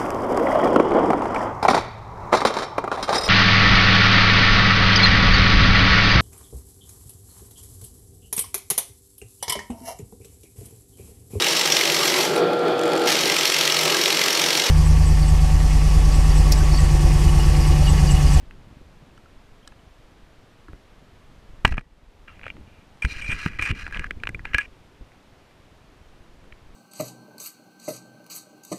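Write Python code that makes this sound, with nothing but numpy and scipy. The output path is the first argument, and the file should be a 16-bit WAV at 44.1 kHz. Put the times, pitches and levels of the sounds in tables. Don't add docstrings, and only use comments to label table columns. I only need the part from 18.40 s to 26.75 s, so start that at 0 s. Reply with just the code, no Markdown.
import sys
import numpy as np
from scipy import signal
from scipy.fft import rfft, irfft, next_fast_len
from scipy.io import wavfile
from scipy.ndimage import uniform_filter1d

SR = 44100
rng = np.random.default_rng(int(sys.argv[2]) if len(sys.argv) > 2 else 0)


def transcribe(u):
    v = np.clip(np.atleast_2d(u).T, -1, 1)
    q = np.round(v * 32767).astype(np.int16)
    wavfile.write(sys.argv[1], SR, q)


N = 368235


def gain_of(db):
    return 10 ** (np.asarray(db) / 20)


def evened(x):
    return x / np.sqrt(np.mean(x ** 2) + 1e-20)


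def add(mix, start_s, sound):
    part = mix[round(start_s * SR):][:len(sound)]
    part += sound[:len(part)]


def coloured(points):
    point_hz, point_db = np.transpose(points)
    size = next_fast_len(N)
    hz = np.fft.rfftfreq(size, 1 / SR)
    shape = gain_of(np.interp(np.log(hz + 1), np.log(point_hz + 1), point_db))
    return evened(irfft(rfft(rng.standard_normal(size)) * shape, size)[:N])


def bandpassed(x, order, band_hz):
    return signal.sosfilt(signal.butter(order, band_hz, "bandpass", fs=SR, output="sos"), x)


# frequency in Hz, relative density in dB per Hz.
HISS_SPECTRUM = [(59, -17), (100, -16), (209, -6), (275, -4), (354, -4.5), (446, -5.5), (506, -5.5),
                 (679, -7), (3220, -17), (13800, -37), (15300, -49)]
HISS_RMS_DB = -57


def hiss():
    return gain_of(HISS_RMS_DB) * coloured(HISS_SPECTRUM)


# time in seconds, deep part in dB, upper part in dB.
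RUMBLE_LEVELS = [(0.0, -44, -52), (0.3, -50.5, -53), (0.7, -52.5, -55), (1.05, -53.5, -59.5),
                 (2.72, -54.5, -58), (3.19, -46.5, -55.5), (3.739, -51.5, -60.5), (4.14, -49.5, -49.5),
                 (4.4, -56, -58.5), (6.26, -54.5, -57.5), (6.93, -61.5, -59.5), (8.35, -49, -57)]
# frequency in Hz, relative density in dB per Hz.
RUMBLE_DEEP_SPECTRUM = [(10, 1.5), (25, 3.5), (60, -3.5), (100, -19.5), (200, -26.5), (400, -68)]
# frequency in Hz, relative density in dB per Hz.
RUMBLE_UPPER_SPECTRUM = [(40, -16), (80, 5.5), (130, 0), (250, -5.5), (500, -18), (1000, -73.5)]
GRIP_START_S, GRIP_END_S, GRIP_EDGE_S = 4.68, 6.12, 0.049
GRIP_DEEP_DB, GRIP_UPPER_DB = -39.5, -53
SHUDDER_DB, SHUDDER_LAW, SHUDDER_T60_S = -22.5, 0.73, 0.11


def rumble(lumpy_db=3.0):
    time_s, deep_db, upper_db = np.transpose(RUMBLE_LEVELS)
    t = np.arange(N) / SR
    to_edge_s = np.minimum(t - GRIP_START_S, GRIP_END_S - t)
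    grip = np.clip(to_edge_s / GRIP_EDGE_S + .5, 0, 1)
    deep = gain_of(np.interp(t, time_s, deep_db)) + gain_of(GRIP_DEEP_DB) * grip
    upper = gain_of(np.interp(t, time_s, upper_db)) + gain_of(GRIP_UPPER_DB) * grip
    shudder = gain_of(SHUDDER_DB - 60 * t[:SR] / SHUDDER_T60_S)
    for start_s, swing, _ in SQUEEZES:
        add(upper, start_s, abs(swing) ** SHUDDER_LAW * shudder)
    lumps = gain_of(lumpy_db * coloured([(2, -20), (5, -4), (25, 14.5), (60, -67.5)]))
    return (deep * coloured(RUMBLE_DEEP_SPECTRUM) + upper * coloured(RUMBLE_UPPER_SPECTRUM)) * lumps


def dying_sine(swing, hz, t60_s):
    t = np.arange(SR) / SR
    return swing * np.sin(2 * np.pi * hz * t) * gain_of(-60 * t / t60_s) * np.minimum(t / 0.002, 1)


# start in seconds, amplitude before decay in dB, frequency in Hz.
DRIPS = [(0.708, -48.5, 2600), (0.775, -45, 3020), (1.228, -48, 3150), (1.249, -44, 3250),
         (1.275, -37.5, 3020), (1.319, -45, 2600), (1.392, -50, 3000)]
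DRIP_T60_S = .019


def drips(mix):
    for start_s, db, hz in DRIPS:
        add(mix, start_s, dying_sine(gain_of(db), hz, DRIP_T60_S))


# start in seconds, amplitude before decay in dB.
HUMS = [(2.285, -39.5), (4.178, -40.5)]
HUM_HZ, HUM_T60_S = 308.6, 0.094


def hums(mix):
    for start_s, db in HUMS:
        add(mix, start_s, dying_sine(gain_of(db), HUM_HZ, HUM_T60_S))


# start in seconds, signed amplitude before decay, swing in Hz.
SQUEEZES = [(2.295, .025, 67), (2.333, .03, 54.7), (3.248, 0.83, 47.7), (3.272, -0.75, 95),
            (3.29, 0.35, 20.6), (3.314, 0.77, 55), (3.334, -0.51, 29), (3.379, -0.29, 134),
            (4.139, -.02, 63.7), (4.206, -.02, 51), (4.646, -0.34, 59.6), (4.655, 0.13, 50),
            (4.891, 0.12, 98), (4.924, 0.098, 25.7), (5.061, 0.31, 174), (5.194, -0.1, 80),
            (5.296, -0.086, 127), (5.306, 0.27, 78), (5.318, -0.088, 35.5), (5.559, -0.083, 23),
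            (5.591, -0.12, 36.3), (5.891, 0.075, 87.5), (5.946, 0.052, 38), (6.143, -0.13, 48.46),
            (6.609, -.035, 45.7)]
SETTLE_SWINGS = 4.53


def squeezes(mix):
    for start_s, swing, hz in SQUEEZES:
        add(mix, start_s, dying_sine(swing, hz, SETTLE_SWINGS / hz))


WALL_HZ, WALL_TOP_HZ = (586, 2870), (3520, 12600)


def rings(modes, wall_hz, ring, size=3000):
    hz, db, t60_s = np.transpose(modes)[:, :, None]
    t = np.arange(size) / SR
    sines = gain_of(db - 60 * t / (t60_s * ring)) * np.sin(2 * np.pi * hz * t)
    return bandpassed(sines, 3, wall_hz)


def favour(modes, hz, slope_db):
    octaves = abs(np.log2(np.transpose(modes)[0][:, None] / hz))
    return gain_of(-slope_db * octaves)


def shoved(force):
    return bandpassed(force, 2, (202.56, 960))


def driven(modes, wall_hz, slips, hz, slope_db, wander_db):
    noise = rng.standard_normal((SR // 4, len(modes)))
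    wander = evened(uniform_filter1d(noise, size=900, axis=0))[:len(slips)].T
    share = favour(modes, hz, slope_db) * gain_of(wander_db * wander)
    ringing = signal.oaconvolve(slips[None], rings(modes, wall_hz, ring=0.52), axes=1)[:, :len(slips)]
    power = (share ** 2 * ringing.var(1)[:, None]).sum(0)
    return (share * ringing).sum(0) / np.sqrt(power)


# frequency in Hz, level before the wall in dB, undamped t60 in seconds.
CASE = [(760, -5, .015), (1320, -3, .03), (2010, -1, .013), (2405, 0, .04), (2760, -2, .022),
        (3120, -9, .02), (1672, -4, .065), (1935, -34, 1.5)]
HELD = CASE[:-1]
# frequency in Hz, level before the wall in dB, undamped t60 in seconds.
CASE_TOP = [(4135, -2, 0.0148), (4926, -2.5, 0.009), (5710, -4, 0.012), (6700, -1.5, 0.0039),
            (8170, -6.5, 0.014), (9460, -26.5, 0.0021), (11550, -16.5, 0.0082), (14280, -11, .006)]
RUB_WALL_HZ, RUB_THUD_DB = (1150, 3050), -22
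RUB_ATTACK_S, RUB_RELEASE_S = 0.0027, 0.0026


def rub(length_s, start_db, end_db, top_db, hz, top_hz, grit_db=2.6, slips_per_s=4400.0):
    t = np.arange(0, length_s, 1 / SR)
    clump_draw, sign_draw, slip_draw = rng.random((3, len(t)))
    clumps = evened(uniform_filter1d(clump_draw - .5, size=200))
    sizes = 0.41 + (slip_draw < slips_per_s / SR)
    slips = np.sign(sign_draw - .5) * sizes * gain_of(grit_db * clumps)
    body = driven(HELD, RUB_WALL_HZ, slips, hz, slope_db=30.5, wander_db=3.5)
    top = driven(CASE_TOP, WALL_TOP_HZ, slips, top_hz, slope_db=16.0, wander_db=1.0)
    thud = evened(shoved(slips))
    fade = np.minimum(np.minimum(t / RUB_ATTACK_S, (length_s - t) / RUB_RELEASE_S), 1)
    level = gain_of(start_db + (end_db - start_db) * t / length_s)
    return level * fade * (body + gain_of(top_db) * top + gain_of(RUB_THUD_DB) * thud)


# start in seconds, length in seconds,
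# body level at start in dB, at end in dB, upper modes relative to body in dB, favoured Hz, favoured upper Hz.
SCRAPES = [(3.254, .05, -30, -39, -10, 2400, 4200), (3.305, .025, -37, -35, -9, 2800, 4500),
           (3.33, .08, -41, -57, -18, 1900, 4700)]


def paddle_scrapes(mix):
    for start_s, *stroke in SCRAPES:
        add(mix, start_s, rub(*stroke))


# start in seconds, length in seconds, body level at start in dB,
# at end in dB, upper modes relative to body in dB, favoured Hz, favoured upper Hz.
RUBS = [(3.875, 0.063, -49, -59, -22, 1350, 4700), (3.876, 0.12, -53, -65, -28, 2700, 4700),
        (4.023, 0.097, -52, -55, -21, 2760, 4700), (4.269, 0.16, -62, -65, -21, 2680, 4900),
        (4.62, 0.049, -28, -34, -20.5, 2400, 8250), (4.67, 0.065, -43, -36.5, -7.5, 2400, 4100),
        (4.734, 0.076, -40, -40, -11.5, 2220, 4340), (4.811, 0.056, -36.5, -33, -19, 2430, 7560),
        (4.861, 0.038, -33.5, -33, -16.5, 2420, 4730), (4.893, .045, -26, -27.5, -21, 2360, 8300),
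        (4.938, 0.15, -38.5, -36.5, -12, 2080, 4400), (5.08, .1, -42, -49.5, -18.5, 2040, 5200),
        (5.186, 0.031, -29.5, -36.5, -19.5, 2140, 4500), (5.211, 0.054, -30, -25.5, -19.5, 2400, 7130),
        (5.257, 0.06, -30.5, -27.5, -19, 2330, 5400), (5.31, 0.04, -41, -53, -31, 2310, 4600),
        (5.347, 0.088, -45.5, -37, -13, 2150, 4400), (5.436, 0.13, -42.5, -60, -14.5, 1950, 4300),
        (5.523, 0.053, -40, -36.5, -20, 1848, 4230), (5.576, 0.0974, -43.5, -44, -22, 1770, 4500),
        (6.045, 0.13, -44, -54, -25.5, 1800, 4700), (6.133, 0.056, -31, -44, -25, 2380, 6000),
        (6.183, 0.039, -29, -39.5, -26, 2600, 8300), (6.208, 0.057, -35.5, -49.5, -22, 2410, 6200)]


def hand_rubs(mix):
    for start_s, *stroke in RUBS:
        add(mix, start_s, rub(*stroke))


def blow(peak_db, hz, top_db, ring, contact_ms, modes, wall_hz, slope_db, thud_db, size):
    chatter = rng.standard_normal(800)
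    u = np.arange(len(chatter)) / SR * 1000 / contact_ms
    swell = u ** 0.818 * np.exp(-u)
    rough = chatter * swell / np.linalg.norm(swell)
    force = rough + 0.76 * (swell == swell.max())
    body_ring = (favour(modes, hz, slope_db) * rings(modes, wall_hz, ring, size)).sum(0)
    body = signal.oaconvolve(force, body_ring)
    top = signal.oaconvolve(rough, rings(CASE_TOP, WALL_TOP_HZ, ring, size).sum(0))
    thud = shoved(np.pad(force, (0, size - 1)))
    thud_gain = gain_of(thud_db) * (1 - ring)
    sound = body / abs(body).max()
    sound += thud_gain * thud / abs(thud).max()
    sound += gain_of(top_db) * top / abs(top).max()
    return gain_of(peak_db) * sound


# start in seconds, body peak in dB, favoured Hz,
# upper modes relative to body in dB, share of the free ring 0-1.
TAPS = [(0.109, -33, 2130, -21, 0.1), (0.777, -43.5, 1310, -10, 0.6), (0.858, -47, 1320, -18, 0.92),
        (1.275, -37.5, 1460, 3.5, 0.66), (1.321, -44.5, 1400, -9.5, 0.4), (2.283, -36.5, 1310, -20, 0.99),
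        (2.331, -39, 1360, -25, 0.07), (3.881, -29, 2660, -35, 0.04), (3.993, -35, 2700, -27, 0.05),
        (4.013, -34, 2490, -29.5, 0.01), (4.032, -30.5, 2720, -30, 0.4), (4.04, -29, 1930, -27, 0.14),
        (4.056, -32, 2760, -30, 0.18), (4.065, -23, 1200, -28, 0.09), (4.067, -33, 2760, -30, 0.4),
        (4.08, -24, 2490, -27, 0.04), (4.101, -23.5, 2650, -33, 0.37), (4.167, -39.5, 1220, -24, 0.03),
        (4.572, -46, 1170, -10, 0.1), (4.649, -10.5, 2130, -19.5, 0.3), (5.061, -13, 1760, -45, 0.03),
        (5.194, -14, 2360, -33, 0.3), (5.223, -12, 2430, -15.5, 0.08), (5.465, -20.5, 2217, -31, 0.1),
        (5.478, -26, 1635, -19, 0.06), (5.51, -32, 1560, -20, 0.06), (5.524, -25, 1870, -20, 0.3),
        (5.545, -21, 2820, -33, 0.3), (5.562, -27, 1750, -25, 0.5), (5.571, -21, 2600, -20, 0.25),
        (5.594, -16.5, 2060, -18, 0.5), (5.619, -30, 1840, -32, 0.4), (5.642, -18, 1730, -24, 0.3),
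        (5.708, -14, 2190, -22.5, 0.24), (5.8, -42, 2420, -15, 0.38), (5.835, -14, 2180, -24, 0.38),
        (5.853, -31, 2000, -27, 0.15), (5.871, -13.5, 2680, -23, 0.37), (5.891, -21, 1990, -17.5, 0.63),
        (5.946, -22, 2260, -31, 0.38), (5.993, -28.5, 1980, -26, 1), (6.053, -17.5, 2150, -22.5, 0.2),
        (6.1444, -5, 2360, -22, 0.42), (6.146, -11.5, 1694, -30, 0.6), (6.182, -12, 2480, -12.5, 0.4),
        (6.1835, -9.5, 1680, -32, 0.98), (6.718, -44, 1967, -21, 0.42), (7.11, -47, 2000, -15, 0.2),
        (8.041, -46, 1300, -17, 0.3), (8.123, -35.5, 2555, -33, 0.07)]
TAP_MS, TAP_THUD_DB = 1.08, -12
FINGER_LOW = 0.36


def taps(mix):
    for start_s, peak_db, hz, top_db, ring in TAPS:
        wall_hz = (FINGER_LOW * hz, WALL_HZ[1])
        add(mix, start_s, blow(peak_db, hz, top_db, ring, TAP_MS, HELD, wall_hz,
                               slope_db=64.0, thud_db=TAP_THUD_DB, size=3000))


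# start in seconds, body peak in dB, favoured Hz,
# upper modes relative to body in dB.
KNOCKS = [(3.2490, 1, 1400, -26), (3.2512, 5.5, 2400, -22), (3.263, -13, 1900, -20),
          (3.276, -13, 2800, -12), (3.290, -19, 1500, -25), (3.3222, -12, 1500, -22),
          (3.341, -18, 1500, -20), (3.370, -23, 1900, -18), (3.379, -6, 1600, -30), (3.392, -26, 1900, -15),
          (3.409, -31, 2200, -18)]
KNOCK_MS, KNOCK_THUD_DB = 1.8, -4.5
KNOCK_RING = .2


def paddle_knocks(mix):
    for start_s, peak_db, hz, top_db in KNOCKS:
        add(mix, start_s, blow(peak_db, hz, top_db, KNOCK_RING, KNOCK_MS, CASE, WALL_HZ,
                               slope_db=1.0, thud_db=KNOCK_THUD_DB, size=13000))


def scene():
    mix = rumble() + hiss()
    drips(mix)
    hums(mix)
    squeezes(mix)
    paddle_scrapes(mix)
    hand_rubs(mix)
    taps(mix)
    paddle_knocks(mix)
    return mix[None]


RECOVERY_DB_PER_S, EDGE_HZ = 16, 15400


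def record(dry):
    peak_db = 20 * np.log10(abs(dry[0]) + 1e-9)
    fall_db = np.arange(N) * RECOVERY_DB_PER_S / SR
    held_db = np.maximum.accumulate(peak_db + fall_db) - fall_db
    over_db = np.maximum(held_db + .5, 0)
    ducked = dry / gain_of(over_db)
    lowpass = signal.firwin(511, EDGE_HZ, window=("kaiser", 9), fs=SR)
    return signal.oaconvolve(ducked, lowpass[None], "same")


dry = scene()
out = record(dry)
transcribe(out)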